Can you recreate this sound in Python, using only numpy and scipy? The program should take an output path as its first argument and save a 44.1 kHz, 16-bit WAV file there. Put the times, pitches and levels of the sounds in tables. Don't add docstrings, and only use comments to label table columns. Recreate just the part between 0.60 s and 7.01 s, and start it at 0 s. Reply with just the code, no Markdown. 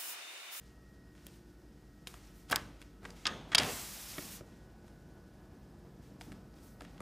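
import sys
import numpy as np
from scipy import signal
from scipy.fft import rfft, irfft
from scipy.io import wavfile
from scipy.ndimage import uniform_filter1d

SR = 44100
rng = np.random.default_rng(int(sys.argv[2]) if len(sys.argv) > 2 else 0)


def wrap_up_sound(samples):
    columns = np.atleast_2d(samples).T
    tamed = np.clip(columns, -1, 1)
    steps = np.round(tamed * 32767).astype(np.int16)
    wavfile.write(sys.argv[1], SR, steps)


def field_ratio(decibels):
    return 10 ** (np.asarray(decibels, dtype=float) / 20)


N = 282681

# (frequency [Hz], density [dB per Hz])
AIR_SPECTRUM = [(15, -32), (25, 4), (60, 4.5), (100, -20), (300, -10.5), (720, -21.5), (950, -38.5),
                (1450, -16.5), (2360, -32.5), (5400, -27), (7500, -45), (12000, -54.5), (16000, -61)]
AIR_DB = -68

# (frequency [Hz], decay t60 [s])
ROOM_T60 = [(150, 0.96), (600, 0.19), (1500, 0.32), (4000, 0.11), (10000, 0.019)]
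ROOM_DB = -38

# (frequency [Hz], first crest [s])
MOTORS = [
    (49.03, .0104),
    (59.12, .0036),
]
# (time [s], slower motor [dB], faster motor [dB])
MOTOR_LEVELS = [(0, -73, -63), (2.001, -60.5, -68.5), (4.002, -65, -68), (5, -69, -69), (6.41, -61, -65)]
# (frequency [Hz], rms level [dB], line width [Hz])
OVERTONES = [(195.4, -71.5, 4), (299.7, -71, 4.5), (348, -72.5, 0.83), (374.5, -77, 2.9), (463, -78, 3.6),
             (660, -91, 2.3), (5000, -91, 14.72), (5350, -99, 15), (12300, -103, 4)]
WHINE_ORDERS = [22, 25, 26, 28, 29, 31, 32.03]
WHINE_BASE_HZ, WHINE_REST_DB = 59.14, -91
# (order [1], centre [s], half length [s], level [dB])
SWELLS = [(32.03, .25, .4, -75), (32.03, 1.75, .75, -79), (32.03, 3.7, .35, -76), (32.03, 6.35, .4, -79),
          (31, .6, .5, -82), (29, 5, 1.2, -84), (26, 4.5, .3, -83), (28, 4.5, .8, -84), (25, .75, .4, -80),
          (25, 2.5, .9, -81), (25, 4.4, .65, -76), (25, 6.2, .6, -78), (22, .05, .4, -80),
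          (22, 2.2, 1.1, -80), (22, 5.95, .7, -80.5)]

# (time [s], rumble [dB], decay t60 [s], boom over rumble [dB], scrape over rumble [dB])
JOLTS = [(1.89, -37.5, 0.25, -15, -15), (1.95, -56, 0.93, 2, -4), (2.402, -52.5, 0.87, -5, -13.5),
         (2.668, -45.5, 1.36, -6, -11.5), (2.959, -35.5, 0.69, -6.5, -2.5), (3.6, -72, 1.3, 15, 1),
         (5.469, -63.5, 1.2, 0, -19.5), (5.65, -66.5, 0.5, 13.5, -19.5), (6.21, -61, .6, 2.5, -4.5),
         (6.3, -64.5, .6, 6, -9)]
JOLT_RISE_S = 0.04143
SHUT_RUMBLE_DB, OPEN_RUMBLE_DB = -68.5, -62.5
SHUT_BOOM_DB, OPEN_BOOM_DB = -62.5, -59

# (time [s], speed as seal hiss [dB], seal squeeze that brightens it [dB])
SLIDE = [
    (2.96, -78, -7),
    (3.02, -47.5, -4),
    (3.12, -47, 1.7),
    (3.3, -52, 2.5),
    (3.4, -53, 0.5),
    (3.6, -52, 1.4),
    (3.76, -54.5, 3.5),
    (3.8, -62.5, -5),
    (3.84, -93, 3),
]
SLIDE_SCRAPE_DB = -2
# (time [s], hold [s], level [dB], brightness [dB])
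STROKES = [(0.01, 0.069, -75.5, -5), (0.565, .1, -75, -5), (.67, 0.076, -72, -3), (1.481, 0.011, -63, -0.5),
           (1.54, 0.14, -69.5, -3.5), (1.753, 0.056, -72, 2.5), (1.901, 0.092, -60, -8),
           (2.21, 0.01, -72, -6), (2.452, 0.07, -70.5, -4), (2.57, 0.17, -67.5, -7.5),
           (2.893, .03, -71, -7), (3.82, 0.15, -77.5, -6), (4.26, .03, -77, -4), (5.429, 0.044, -75.5, -3),
           (5.615, 0.036, -67.5, 0), (5.72, .02, -77, -13), (5.966, .05, -74.5, -0.5),
           (6.04, .04, -72.5, 7), (6.211, 0.025, -72.5, -4), (6.308, .1, -79, -3)]
STROKE_ATTACK_S, STROKE_T60_S = 0.022, 0.46
REST_HISS_DB, REST_SCRAPE_DB, REST_SIZZLE_DB = -79, -77.5, -80.5
# (frequency [Hz], width [Hz], centre [s], half length [s], level [dB])
TRACK_SONG = [(2560, 200, 3.1, .06, -57), (4450, 250, 3.1, 0.053, -61), (7600, 900, 3.17, .12, -51.5)]

# (frequency [Hz], width [Hz], level [dB], decay t60 [s])
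LATCH_MODES = [(1288, 167, 0, 0.15), (1600, 550, -1, .25), (3310, 40, 9.5, 0.048), (3350, 800, -10, 0.54),
               (4800, 860, -16, 0.28), (5400, 300, -11, 0.11), (6407, 250, -18, 0.41)]
# (time [s], peak level [dB])
LATCH_STRIKES = [(2.657, -37.5), (2.669, -45.5), (2.918, -49), (2.927, -56), (2.949, -42.5)]

# (frequency [Hz], level [dB], decay t60 [s])
FRAME_MODES = [(200, -7, .06), (293, 2, .08), (370, -1, .06), (468, 0, .06), (570, 0, .04), (720, 4, .03),
               (950, 1, .022), (1180, 0, .02), (1315, 2, .025), (1570, 0, .02), (1720, -1, .016),
               (1920, 1, .018), (2250, 0, .014), (2500, -5, .01), (2800, -1, .012), (3050, -3, .01),
               (3310, 4, .017), (3700, 3, .011), (4000, 0, .009), (4300, -4, .009), (4750, 4, .011),
               (5050, 3, .011), (5400, -4, .008), (5800, -6, .008), (6300, -3, .009), (6710, 1, .014)]
THUD_TILT_DB = 1.7
# (time [s], peak level [dB], favoured frequency [Hz], contact [s], crack [dB])
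CLACKS = [(.666, -43, 3300, 0.00093, 3.5), (1.471, -31.5, 3570, 0.0008, -8),
          (1.473, -39.5, 4200, 0.0028, -6), (1.898, -39, 5400, 0.0012, -3),
          (1.9106, -32.5, 1500, 0.0018, 1), (1.916, -24.5, 4300, 0.0033, -5.5),
          (1.9254, -18, 1600, 0.0019, -22), (1.936, -32, 1410, 0.0068, -14),
          (1.959, -17, 4800, 0.00049, -1), (1.9646, -30, 1830, 0.0018, -15),
          (2.4506, -34, 1830, 0.0027, -17.5), (2.654, -20, 3430, 0.0014, -56),
          (2.667, -16, 4800, .001, -16), (2.6714, -24.5, 3300, .002, -14), (2.917, -30, 2170, 0.0028, -19),
          (2.927, -29.5, 1920, .0033, -21), (2.9472, -16, 2634, .0007, -9),
          (2.949, -4.5, 3950, .0005, -11.5), (2.952, -11, 4700, .001, -11.5),
          (2.955, -19.5, 3420, 0.00085, -14.5), (2.98, -12, 5000, .0027, -11.5),
          (2.997, -22, 3000, 0.0017, -13), (3.007, -28, 2850, 0.001, -24), (3.033, -24, 2640, 0.00078, -10)]
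CLACK_THUD_DB, THUD_PER_DB = -12.5, -0.63
# (time [s], peak level [dB], favoured frequency [Hz], thud [dB])
TICKS = [(.551, -54, 2090, -13), (.578, -56, 2470, -14), (0.673, -65, 2670, -3), (.683, -58, 2370, -9),
         (1.54, -42, 990, -6), (1.541, -47, 2780, -16), (1.899, -41, 1500, -12), (1.913, -27.5, 920, -2),
         (2.216, -40, 2600, -5.5), (2.224, -46, 2560, -20), (2.431, -50, 1480, -3), (2.437, -53, 1460, -4),
         (2.443, -48, 1650, 0), (2.493, -53, 2050, 2), (2.504, -44, 6300, -6), (2.565, -58.5, 3180, -9),
         (4.28, -54, 1680, -1), (5.61, -38, 2300, -21), (5.616, -44, 5000, -14), (5.719, -42, 2250, -4.5),
         (5.725, -46.5, 1800, 3), (5.985, -57, 2670, 0.5), (6.207, -44, 4060, -11), (6.219, -42, 1780, 3),
         (6.249, -47, 2250, -7), (6.379, -50, 2600, -11), (6.404, -34.5, 1100, -0.5)]
TICK_CONTACT_S, TICK_CRACK_DB = 0.00081, -10
# (time [s], peak level [dB], favoured frequency [Hz], thud [dB])
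BUMPS = [(3.581, -30.5, 2200, -1.5), (3.587, -43, 990, 10), (3.623, -45, 2000, 3.5), (3.808, -46, 960, 7.5),
         (4.243, -59.5, 1210, 11.5), (5.6102, -38, 804, -6), (5.939, -58, 5310, -5),
         (6.208, -38.5, 940, -6)]
BUMP_CONTACT_S, BUMP_CRACK_DB = 0.0013, -18


def in_time(rows):
    s, *columns = np.transpose(rows)
    return [np.interp(np.arange(N) / SR, s, column) for column in columns]


def at_hz(points, hz):
    table_hz, values = np.transpose(points)
    return np.interp(np.log(hz), np.log(table_hz), values)


def after(s):
    return np.maximum(np.arange(N) / SR - s, 0)


def power_db(power):
    return 10 * np.log10(power + 1e-20)


def rms_one(x):
    return x / np.sqrt(np.mean(x ** 2) + 1e-20)


def band(x, low_hz, high_hz, order=2):
    edges_hz = [low_hz, min(high_hz, .45 * SR)]
    return signal.sosfilt(signal.butter(order, edges_hz, "band", fs=SR, output="sos"), x)


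def drift(rate_hz):
    pole = np.exp(-80 * np.pi * rate_hz / SR)
    noise = rng.standard_normal(N // 40 + 2002)
    slow = signal.lfilter([1], [1, -2 * pole, pole * pole], noise)[2000:]
    return np.interp(np.arange(N) / 40, np.arange(len(slow)), rms_one(slow))


def air():
    hz = np.maximum(np.fft.rfftfreq(N, 1 / SR), 1)
    spectrum = rfft(rng.standard_normal(N)) * field_ratio(at_hz(AIR_SPECTRUM, hz))
    return field_ratio(AIR_DB) * rms_one(irfft(spectrum, N))


def room(x):
    t = np.arange(SR // 2) / SR
    edges = 90 * 2 ** np.arange(0, 7.6, .5)
    tail = 0
    for low, high in zip(edges, edges[1:]):
        fall = field_ratio(-60 * t / at_hz(ROOM_T60, np.sqrt(low * high)))
        tail = tail + band(rng.standard_normal(len(t)), low, high) * fall
    tail = tail * (1 - np.exp(-(t / 0.021) ** 2))
    return field_ratio(ROOM_DB) * signal.fftconvolve(x, tail)[:N]


def whine_db(order):
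    t = np.arange(N) / SR
    power = field_ratio(WHINE_REST_DB) ** 2
    for swell_order, s, half_s, db in SWELLS:
        if abs(swell_order - order) < .5:
            power = power + field_ratio(db) ** 2 * np.exp(-2 * ((t - s) / half_s) ** 4)
    return power_db(power)


def motors():
    t, out = np.arange(N) / SR, np.zeros(N)
    for (hz, crest_s), db in zip(MOTORS, in_time(MOTOR_LEVELS)):
        out += field_ratio(db + 5.5) * np.cos(2 * np.pi * hz * (t - crest_s))
    for order in WHINE_ORDERS:
        level = field_ratio(whine_db(order) + 3 + 1.2 * drift(14))
        out += level * np.sin(2 * np.pi * order * WHINE_BASE_HZ * t + 0.7 * drift(7))
    for hz, db, width_hz in OVERTONES:
        level = field_ratio(db + 3 + 2.5 * drift(3))
        cycles = hz * t + np.cumsum(width_hz * drift(6)) / SR
        out += level * np.sin(2 * np.pi * cycles)
    return out


def jolts():
    power = np.zeros((3, N))
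    for s, db, t60, boom_db, scrape_db in JOLTS:
        rise = np.minimum(after(s) / JOLT_RISE_S, 1)
        swell = rise * field_ratio(db - 60 * after(s + JOLT_RISE_S) / t60)
        power += (field_ratio(np.array([[0], [boom_db], [scrape_db]])) * swell) ** 2
    return power


def rumble_levels():
    travel = np.clip(after(SLIDE[0][0]) / (SLIDE[-1][0] - SLIDE[0][0]), 0, 1)
    gap_rumble_db = SHUT_RUMBLE_DB + travel * (OPEN_RUMBLE_DB - SHUT_RUMBLE_DB)
    gap_boom_db = SHUT_BOOM_DB + travel * (OPEN_BOOM_DB - SHUT_BOOM_DB)
    jolt_rumble, jolt_boom, _ = jolts()
    return power_db(jolt_rumble + field_ratio(gap_rumble_db) ** 2), power_db(jolt_boom + field_ratio(gap_boom_db) ** 2)


def rumble():
    rumble_db, boom_db = rumble_levels()
    low = rms_one(band(rng.standard_normal(N), 230, 850)) * field_ratio(rumble_db - 4 + 1.5 * drift(9.4))
    boom = rms_one(band(rng.standard_normal(N), 69, 240)) * field_ratio(boom_db + 1.5 + 0.62 * drift(1))
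    return low + boom


def rub_levels():
    speed_db, squeeze_db = in_time(SLIDE)
    slide_db = [speed_db, speed_db + SLIDE_SCRAPE_DB - squeeze_db / 2, speed_db + squeeze_db]
    power = field_ratio(np.array(slide_db)) ** 2
    power *= (after(SLIDE[0][0]) > 0) & (after(SLIDE[-1][0]) == 0)
    power += field_ratio(np.array([[REST_HISS_DB], [REST_SCRAPE_DB], [REST_SIZZLE_DB]])) ** 2
    for s, hold_s, db, bright_db in STROKES:
        attack = np.minimum(after(s - STROKE_ATTACK_S) / STROKE_ATTACK_S, 1)
        shape = attack * field_ratio(db - 60 * after(s + hold_s) / STROKE_T60_S)
        power += (field_ratio(np.array([[0], [-bright_db / 2], [bright_db]])) * shape) ** 2
    power[1] += jolts()[2]
    return power_db(power)


def rub():
    hiss_db, scrape_db, sizzle_db = rub_levels()
    unevenness_db = 1.5 * np.minimum(rng.exponential(1, (3, N)), 5)
    grains = rng.standard_normal((3, N)) * field_ratio(unevenness_db)
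    groove = band(grains[0], 4600, 6600, order=1)
    hiss = rms_one(band(grains[0], 3600, 9000) + groove) * field_ratio(hiss_db + drift(25))
    scrape = rms_one(band(grains[1], 530, 3600)) * field_ratio(scrape_db + 0.5 * drift(23))
    sizzle = rms_one(band(grains[2], 8000, 19000)) * field_ratio(sizzle_db + drift(25))
    t, song = np.arange(N) / SR, np.zeros(N)
    for hz, width_hz, s, half_s, db in TRACK_SONG:
        tone = rms_one(band(grains[1], hz - width_hz / 2, hz + width_hz / 2))
        song += tone * field_ratio(db) * np.exp(-((t - s) / half_s) ** 2)
    return hiss + scrape + sizzle + song


def latch():
    out, t = np.zeros(N), np.arange(SR // 3) / SR
    for s, level_db in LATCH_STRIKES:
        noise, buzz = rng.standard_normal(len(t)), 0
        for hz, width_hz, db, t60 in LATCH_MODES:
            resonance = rms_one(band(noise, hz - width_hz / 2, hz + width_hz / 2))
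            buzz = buzz + resonance * field_ratio(db - 60 * t / t60)
        i = round(s * SR)
        out[i:i + len(t)] += field_ratio(level_db) * buzz * np.minimum(t / .001, 1)
    return out


def all_knocks():
    rows = []
    for s, db, hz, contact_s, crack_db in CLACKS:
        thud_db = CLACK_THUD_DB + THUD_PER_DB * (db + 31)
        rows.append((s, db, hz, contact_s, thud_db, crack_db))
    for s, db, hz, thud_db in TICKS:
        rows.append((s, db, hz, TICK_CONTACT_S, thud_db, TICK_CRACK_DB))
    for s, db, hz, thud_db in BUMPS:
        rows.append((s, db, hz, BUMP_CONTACT_S, thud_db, BUMP_CRACK_DB))
    return rows


def knocks():
    size = 4096
    out, t = np.zeros(N + size), np.arange(size) / SR
    hz, mode_db, t60 = np.transpose(FRAME_MODES)
    decay = field_ratio(mode_db[:, None] - 60 * t / t60[:, None])
    rings = np.sin(2 * np.pi * hz[:, None] * t) * decay
    fade = np.minimum((t[-1] - t) / .03, 1) ** 2
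    for s, peak_db, pitch_hz, contact_s, thud_db, crack_db in all_knocks():
        stage = t / max(contact_s, .0003)
        contact = rng.standard_normal(size) * stage * np.exp(-stage)
        tones = rfft(contact)
        contact = irfft(tones / np.sqrt(uniform_filter1d(abs(tones) ** 2, size=60)))
        chance = rng.standard_normal(len(hz))

        body_share = field_ratio(-19 * np.abs(np.log2(hz / pitch_hz)) + 1.2 * chance) * (hz > 700)
        body = band(signal.fftconvolve(contact, body_share @ rings)[:size], 600, 8000)
        thud_share = field_ratio(2.0 * chance - THUD_TILT_DB * np.log2(800 / hz)) * (hz <= 700)
        thud = signal.fftconvolve(contact, thud_share @ rings)[:size]
        snap = band(contact, pitch_hz * .45, pitch_hz * 1.6)
        top_hz = np.clip(15800 + 450 * crack_db, 9500, 15800)
        crack = band(contact, 7000, top_hz)

        hit = body / abs(body).max() + field_ratio(-12) * snap / abs(snap).max()
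        hit = hit / abs(hit).max()
        hit = hit + field_ratio(thud_db) * thud / abs(thud).max() + field_ratio(crack_db) * crack / abs(crack).max()
        i = round(s * SR)
        out[i:i + size] += field_ratio(peak_db) * hit * fade
    return out[:N]


def scene():
    hits = knocks() + latch()
    steady = air() + room(hits) + motors() + rumble() + rub()
    steady = signal.sosfilt(signal.cheby2(14, 50, 15700, fs=SR, output="sos"), steady)
    mono = hits + steady
    return np.array([mono, mono])


def roll_off(x):
    return signal.sosfilt(signal.butter(12, 16450, fs=SR, output="sos"), x)


def record(dry):
    x = signal.sosfilt(signal.butter(3, 38, "high", fs=SR, output="sos"), dry)
    x = signal.sosfilt(signal.cheby2(10, 45, 16400, fs=SR, output="sos"), x)
    return roll_off(x)


dry = scene()
out = record(dry)
wrap_up_sound(out)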